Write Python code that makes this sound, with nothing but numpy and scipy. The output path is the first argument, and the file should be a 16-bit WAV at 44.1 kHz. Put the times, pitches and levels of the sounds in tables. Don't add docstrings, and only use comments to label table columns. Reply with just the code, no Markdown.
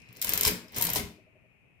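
import sys
import numpy as np
from scipy import signal
from scipy.fft import rfft, irfft, next_fast_len
from scipy.io import wavfile
from scipy.ndimage import uniform_filter1d

SR = 44100
rng = np.random.default_rng(int(sys.argv[2]) if len(sys.argv) > 2 else 0)


def materialize(psi):
    bounded = np.clip(np.atleast_2d(psi).T, -1, 1)
    quanta = np.round(bounded * 32767).astype(np.int16)
    wavfile.write(sys.argv[1], SR, quanta)


def how_loud(loudness_db):
    steps = np.asarray(loudness_db, float) / 20
    return 10 ** steps


N = 79380


def unit(x):
    return x / np.sqrt(np.mean(x ** 2) + 1e-20)


def along(points, hz):
    f, v = np.transpose(points)
    return np.interp(np.log(hz + 1), np.log(f + 1), v)


def filtered(x, response):
    m = next_fast_len(N + SR // 2)
    return irfft(rfft(x, m) * response(np.fft.rfftfreq(m, 1 / SR)), m)[..., :N]


def coloured(x, spectrum):
    return filtered(x, lambda hz: unit(how_loud(along(spectrum, hz))))


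def paired(x, alike):
    turn = lambda hz: np.arccos(np.clip(along(alike, hz), -1, 1)) / 2
    mid, side = filtered(x, lambda hz: np.array([np.cos(turn(hz)), np.sin(turn(hz))]))
    return np.array([mid + side, mid - side])


def ringing(modes, t, focus_hz=300., focus_db=0.):
    out = 0
    for hz, db, t60 in modes:
        octaves = np.log2(hz / focus_hz)
        near_db = focus_db * (np.exp(-(octaves / 0.55) ** 2) - 1)
        decay = how_loud(db + near_db + rng.normal(0, 2.12) - 60 * t / t60)
        out = out + decay * np.sin(2 * np.pi * hz * (1 + rng.normal(0, 0.011)) * t)
    return out


# frequency in Hz, density in dB per Hz.
FLOOR = [(15, -40.5), (25, -26.5), (121, -7), (162, -12.5), (305, -19.5), (408, -21), (700, -25.5),
         (1500, -34), (2200, -89)]
# frequency in Hz, density in dB per Hz.
HISS = [(880, -45.5), (1500, -18), (1780, -10.5), (2020, -7), (2520, 2.5), (3500, -26.5), (4810, -32.5),
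        (5300, -31.5), (15000, -33.5)]
# frequency in Hz, likeness from -1 to 1.
FLOOR_ALIKE = [(60, 0.55), (240, 0.13), (950, 0.079), (3770, -0.12), (15000, -0.13)]


def floor():
    air_db, hiss_db, pan_db, hiss_top_hz = -66, -69, 5.5, 15300
    swell = how_loud(1.12 * unit(uniform_filter1d(rng.standard_normal(N), SR // 15)))
    early_db, settle_s = 9.5, 0.95
    settle_db = early_db * np.exp(-(np.arange(N) / SR / settle_s) ** 2)
    air = unit(paired(coloured(rng.standard_normal((2, N)), FLOOR), FLOOR_ALIKE))
    hiss = unit(paired(coloured(rng.standard_normal((2, N)), HISS), FLOOR_ALIKE))
    hiss = filtered(hiss, lambda hz: hz < hiss_top_hz)
    air = how_loud(air_db + 0.38 * settle_db) * unit(swell * air)
    return how_loud([[pan_db / 2], [-pan_db / 2]]) * (air + how_loud(hiss_db + settle_db) * hiss)


# frequency in Hz, t60 in seconds.
ROOM = [(100, 0.22), (260, 0.55), (700, 0.46), (1800, 0.4), (5000, 0.34), (13000, 0.28)]
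# frequency in Hz, likeness from -1 to 1.
ROOM_ALIKE = [(100, 1), (400, 1), (1500, 0.02)]


def room(x):
    tail_db, walls_db = -2.5, -10.5
    curtain_hz = 10900
    stretch, delay = SR // 8, 300
    out = np.zeros((2, N))
    dull = filtered(x, lambda hz: 1 / (1 + 1j * hz / curtain_hz))
    for a in np.arange(0, round(1.1 * SR), stretch):
        hz, t, z = signal.stft(rng.standard_normal((2, SR // 2)), SR, nperseg=256)
        dying = z * how_loud(-60 * t / along(ROOM, hz)[:, None])
        tail = signal.istft(dying, SR, nperseg=256)[1]
        wet = signal.fftconvolve(dull[None, a:a + stretch], tail / np.linalg.norm(tail[0]), axes=1)
        out[:, a + delay:][:, :wet.shape[1]] += wet[:, :N - a - delay]
    echoes, draw = np.zeros((2, SR // 40)), rng.random((2, 8))
    for ch in range(2):
        at = (30 + draw[ch] ** 2 * 1000).astype(int)
        echoes[ch, at] = how_loud(walls_db - 6.7 * draw[ch]) * (-1) ** np.arange(8)
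    walls = signal.fftconvolve(x[None], echoes, axes=1)[:, :N]
    return how_loud(tail_db) * paired(out, ROOM_ALIKE) + walls


def rocking():
    hz, t60, level_db, rise_s = 624, 0.1, -50.5, 0.0091
    every_s, loss_db = 0.086, 1.2
    panel = [(hz, 0, t60), (hz * 1.08, -8, t60), (hz / 1.6, -3, t60), (hz * 0.83, -8, t60)]
    out, t = np.zeros(N + SR), np.arange(SR // 5) / SR
    for start_s, count in [(1.005, 6), (0.56, 2)]:
        for k in range(count):
            soft = 1 - np.exp(-(t / rise_s) ** 2)
            at = round((start_s + k * every_s) * SR)
            out[at:][:len(t)] += how_loud(level_db - k * loss_db) * soft * ringing(panel, t)
    return out[:N]


# time in seconds, level in dB.
PULL_RATTLE = [(0, -71.5), (.06, -69.5), (.15, -63), (.208, -57), (.22, -52), (.3, -39.5), (.44, -40.5),
               (.49, -34), (.54, -57)]
# time in seconds, level in dB.
BACK_RATTLE = [(0.692, -66), (0.736, -55), (0.765, -41), (.85, -41.5), (.91, -40), (.928, -44),
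               (.965, -37.5), (1.0, -45), (1.049, -75.5)]


def motion():
    t = np.arange(N) / SR
    strokes = (np.transpose(PULL_RATTLE), np.transpose(BACK_RATTLE))
    return sum(how_loud(np.interp(t, *stroke, left=-120, right=-120)) for stroke in strokes)


# start in seconds, peak in dB, loudest region in Hz.
BLOWS = [(0.002, -44.5, 60), (0.02, -48.5, 123), (0.094, -43, 122), (0.172, -39.5, 410),
         (0.277, -33.5, 295), (0.342, -29, 174), (0.411, -39, 192), (0.455, -31.5, 89), (0.465, -17, 81),
         (0.467, -25, 410), (0.491, -21.5, 63.5), (0.518, -25.5, 200), (0.545, -31.5, 242),
         (0.766, -32, 294), (0.775, -29.5, 111), (0.811, -31.5, 136), (0.851, -32.5, 178.8),
         (0.874, -33.5, 175), (0.915, -30.5, 59.9), (0.957, -28.5, 96.1), (0.962, -24.5, 330),
         (0.99, -26.5, 83.5), (1.003, -32.5, 245), (1.035, -27, 70), (1.065, -35.5, 75)]
# start in seconds, peak in dB, pitch in Hz.
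KNOCKS = [(0.25, -38.5, 1000), (0.45, -26, 5150), (0.451, -27, 1115), (0.471, -29.5, 1000),
          (0.52, -37.5, 554), (0.768, -47, 673), (0.806, -31, 944), (0.887, -27.5, 958),
          (0.957, -29.5, 1006), (0.96, -29, 778), (0.99, -33.5, 714)]
# frequency in Hz, level in dB, t60 in seconds.
TABLE = [(72, -3, 0.092), (117.2, 3, 0.07), (175, -1.5, 0.18), (236.3, -5, .18), (293.3, -1.5, 0.086),
         (410, -5.5, 0.15), (477, -19, 0.16), (48.4, -6.5, 0.037), (215.2, -5.5, 0.16)]
LOW_HZ = 94


def table():
    blow_db, rise_s, focus_db = -2.5, 0.0029, 12
    own_share = 0.51
    base_db, base_t60 = -6.5, 0.079
    rumble_db = -4.5
    top, t = np.zeros((2, N + SR)), np.arange(SR // 3) / SR
    for s, db, hz in BLOWS:
        lags = (0, *rng.random(2) / LOW_HZ)
        shared, *own = (ringing(TABLE, t + lag, hz, focus_db) for lag in lags)
        blow = (shared + own_share * np.array(own)) * (1 - np.exp(-t / rise_s))
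        top[:, round(s * SR):][:, :len(t)] += how_loud(db + blow_db) * blow
    for s, db, hz in KNOCKS:
        base = [(hz, 0, base_t60), (hz * 0.95, -6, base_t60), (hz * 0.83, -11, base_t60)]
        top[:, round(s * SR):][:, :len(t)] += how_loud(db + base_db) * ringing(base, t)

    def wood(f):
        out = 0
        for hz, db, t60 in TABLE:
            damping = 1j * f * np.pi / t60
            out = out + how_loud(db) * damping / (hz * hz - f * f + damping)
        return out

    shake = rng.standard_normal(N) + own_share * rng.standard_normal((2, N))
    rumble = filtered(motion() * shake, wood) / np.std(filtered(shake, wood))
    return top[:, :N] + how_loud(rumble_db) * rumble


# frequency in Hz, density in dB per Hz.
RACKS = [(330, 0), (600, -4.5), (1000, -2.5), (2500, 1), (5200, -5), (9000, -24), (13000, -18),
         (15800, -23.5)]


def racks():
    grains_per_s, grain_db, grain_t60 = 1100, 4.5, 0.0056
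    rub_share, own_share, level_db = 0.32, 0.8, -0.37
    uneven = how_loud(grain_db * np.minimum(rng.exponential(size=N), 2))
    sizes = (rng.random(N) < grains_per_s / SR) * uneven
    decay = how_loud(-60 * np.arange(SR // 50) / SR / grain_t60)
    shape = signal.fftconvolve(sizes, decay)[:N]
    teeth, rub = rng.standard_normal((2, 1, N)) + own_share * rng.standard_normal((2, 2, N))
    rattle = (1 - rub_share) * unit(shape * teeth) + rub_share * rub
    return how_loud(level_db) * motion() * unit(coloured(rattle, RACKS))


# start in seconds, peak in dB, dullness 0-1.
TICKS = [(0.001, -54, 0.9), (0.018, -52, 0.97), (0.0875, -52.5, 1), (0.0915, -64, 1), (0.1078, -65, 0.8),
         (0.1277, -39, 0), (0.152, -56, 1), (0.1625, -44.5, .8), (0.1688, -33, 0.25), (0.195, -46, .9),
         (0.6821, -43.5, 0.52), (0.6934, -53, 1), (0.7216, -37.5, 0), (0.731, -44, 0.45),
         (0.7447, -33.5, 0.66), (0.7487, -35, 0.7), (0.754, -33, .6)]
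# start in seconds, peak in dB, dullness 0-1, length as a factor.
PULL = [(0.2154, -11, 0.27, 1.28), (0.2238, -12.5, 0.24, 1.4), (0.2453, -11.5, 0.2, 1.4),
        (0.2699, -20, 0.47, 1.3), (0.2787, -22, 0.8, 1.1), (0.2922, -8, 0.18, 1.3),
        (0.3213, -23.5, 0.6, 1.3), (0.3353, -6, 0.17, 1.07), (0.3545, -20.5, 0.3, 1.2),
        (0.376, -7.5, 0.2, 0.71), (0.41, -6.5, 0.22, 0.83), (0.4329, -7.5, 0.37, 0.91),
        (0.4499, -6, 0.43, 1.22), (0.4604, -11, 0.4, 1.6), (0.4687, -12, 0.47, 1.6),
        (0.4752, -8.5, 0.35, 1.73), (0.478, -14.5, 0.69, 0.71), (0.4804, -10.5, 0, 1.2),
        (0.4908, -24.5, 0.1, 1.4), (0.509, -22, 0, 3)]
# start in seconds, peak in dB, dullness 0-1, length as a factor.
BACK = [(0.7614, -22, 0.32, 2.5), (0.7652, -25, 0.45, 3.1), (0.772, -23.5, .4, 2.2),
        (0.7826, -14, 0.1, 1.7), (0.796, -28.5, 1, 1.3), (0.8113, -12, 0.2, 1.6), (0.8228, -9.5, 0.2, 1.4),
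        (0.8237, -11.5, .2, 1.3), (0.828, -15.5, 0.27, 1.3), (0.8398, -12.5, 0.1, 1.3),
        (0.8503, -12, 0.1, 1.6), (0.8551, -21.5, .4, 1.1), (0.8676, -13.5, 0.3, 1.4), (0.89, -23.5, 1, 1.3),
        (0.9011, -15.5, 0.1, 1.5), (0.9335, -13.5, 0.08, 2), (0.9492, -18, 0.3, 1.5),
        (0.9582, -13, 0.55, 1.48), (0.9628, -17, 0.45, 1.93), (0.9672, -16.5, 0.4, 1.7),
        (0.9704, -22, 0.4, 1.5), (0.9769, -25.5, .4, 1.2), (0.9813, -23.5, 0.64, 1.8),
        (0.9847, -24, 0.2, 1.4), (0.995, -26, 0.6, 1.5)]
# frequency in Hz, density in dB per Hz.
PAWL = [(600, -52.5), (1500, -25), (5000, -13), (7500, -9), (11000, -10.5), (12800, 2), (15000, -1),
        (16500, -14)]
# frequency in Hz, density in dB per Hz.
TAP = [(1500, -30.5), (3200, -5.5), (5300, 2.5), (7500, -5.5), (10000, -8), (14000, -21.5)]
# frequency in Hz, density in dB per Hz.
CLANK = [(290, -39), (500, -20.5), (2870, -3.5), (5120, -2.5), (6090, -2.5), (12500, -2.5), (15800, -16)]
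# frequency in Hz, level in dB, t60 in seconds.
STEEL = [(2153, -6, 0.25), (3137, -0.5, 0.078), (3580, -0.5, 0.049), (4956, 3.5, 0.045), (5315, -0.5, 0.11),
         (7120, -3, 0.09), (13100, -11, .03)]


def clicks():
    snap_t60, clank_t60, rise_s = 0.009, 0.021, 0.00044
    buzz_db, buzz_t60, ring_db = -19, 0.082, -24
    own_share = 0.78
    snap, clank, tap, ring = np.zeros((4, 2, N))
    t = np.arange(SR // 8) / SR
    events = [(*row, 1, tap) for row in TICKS] + [(*row, clank) for row in PULL + BACK]
    for s, db, dull, long, body in events:
        here = slice(round(s * SR), round(s * SR) + len(t))
        noise = rng.standard_normal((3, 3, len(t)))
        noise = np.sqrt(1 - own_share) * noise[:, :1] + np.sqrt(own_share) * noise[:, 1:]
        gain = how_loud(db) * (1 - np.exp(-t / (rise_s * long)))
        buzz = how_loud(buzz_db - 60 * t / buzz_t60) * noise[2]
        snap[:, here] += gain * (1 - dull) * (how_loud(-60 * t / (snap_t60 * long)) * noise[0] + buzz)
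        body[:, here] += gain * dull * (how_loud(-60 * t / (clank_t60 * long)) * noise[1] + buzz)
        ring[:, here] += gain * dull * how_loud(ring_db) * ringing(STEEL, t)
    return 0.74 * (coloured(snap, PAWL) + coloured(clank, CLANK) + coloured(tap, TAP)) + ring


def scene():
    lead_s, pan_db, bass_pan_db = 0.0002, 3.5, 6
    feet_hz = 38
    side = np.array([[.5], [-.5]])
    pan = how_loud(pan_db * side)

    def wood_path(hz):
        lean = how_loud(bass_pan_db * side / (1 + (hz / LOW_HZ) ** 4))
        return lean / (1 - 1j * feet_hz / (hz + 1)) ** 2

    wood = filtered(table(), wood_path)
    direct = pan * (clicks() + racks()) + wood
    early = filtered(direct, lambda hz: np.exp(2j * np.pi * hz * lead_s * side))
    into_room = (direct - 0.5 * wood).mean(axis=0)
    return early + pan * room(into_room) + pan * rocking() + floor()


def roll_off(x):
    return signal.sosfilt(signal.butter(12, 16960, fs=SR, output="sos"), x)


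def record(dry):
    top_hz, edge_hz, slope_hz, ledge_db = 16900, 15900, 350, -27

    def band(hz):
        return (hz < top_hz) * how_loud(ledge_db * np.clip((hz - edge_hz) / slope_hz + .5, 0, 1))

    return roll_off(filtered(dry, band))


dry = scene()
out = record(dry)
materialize(out)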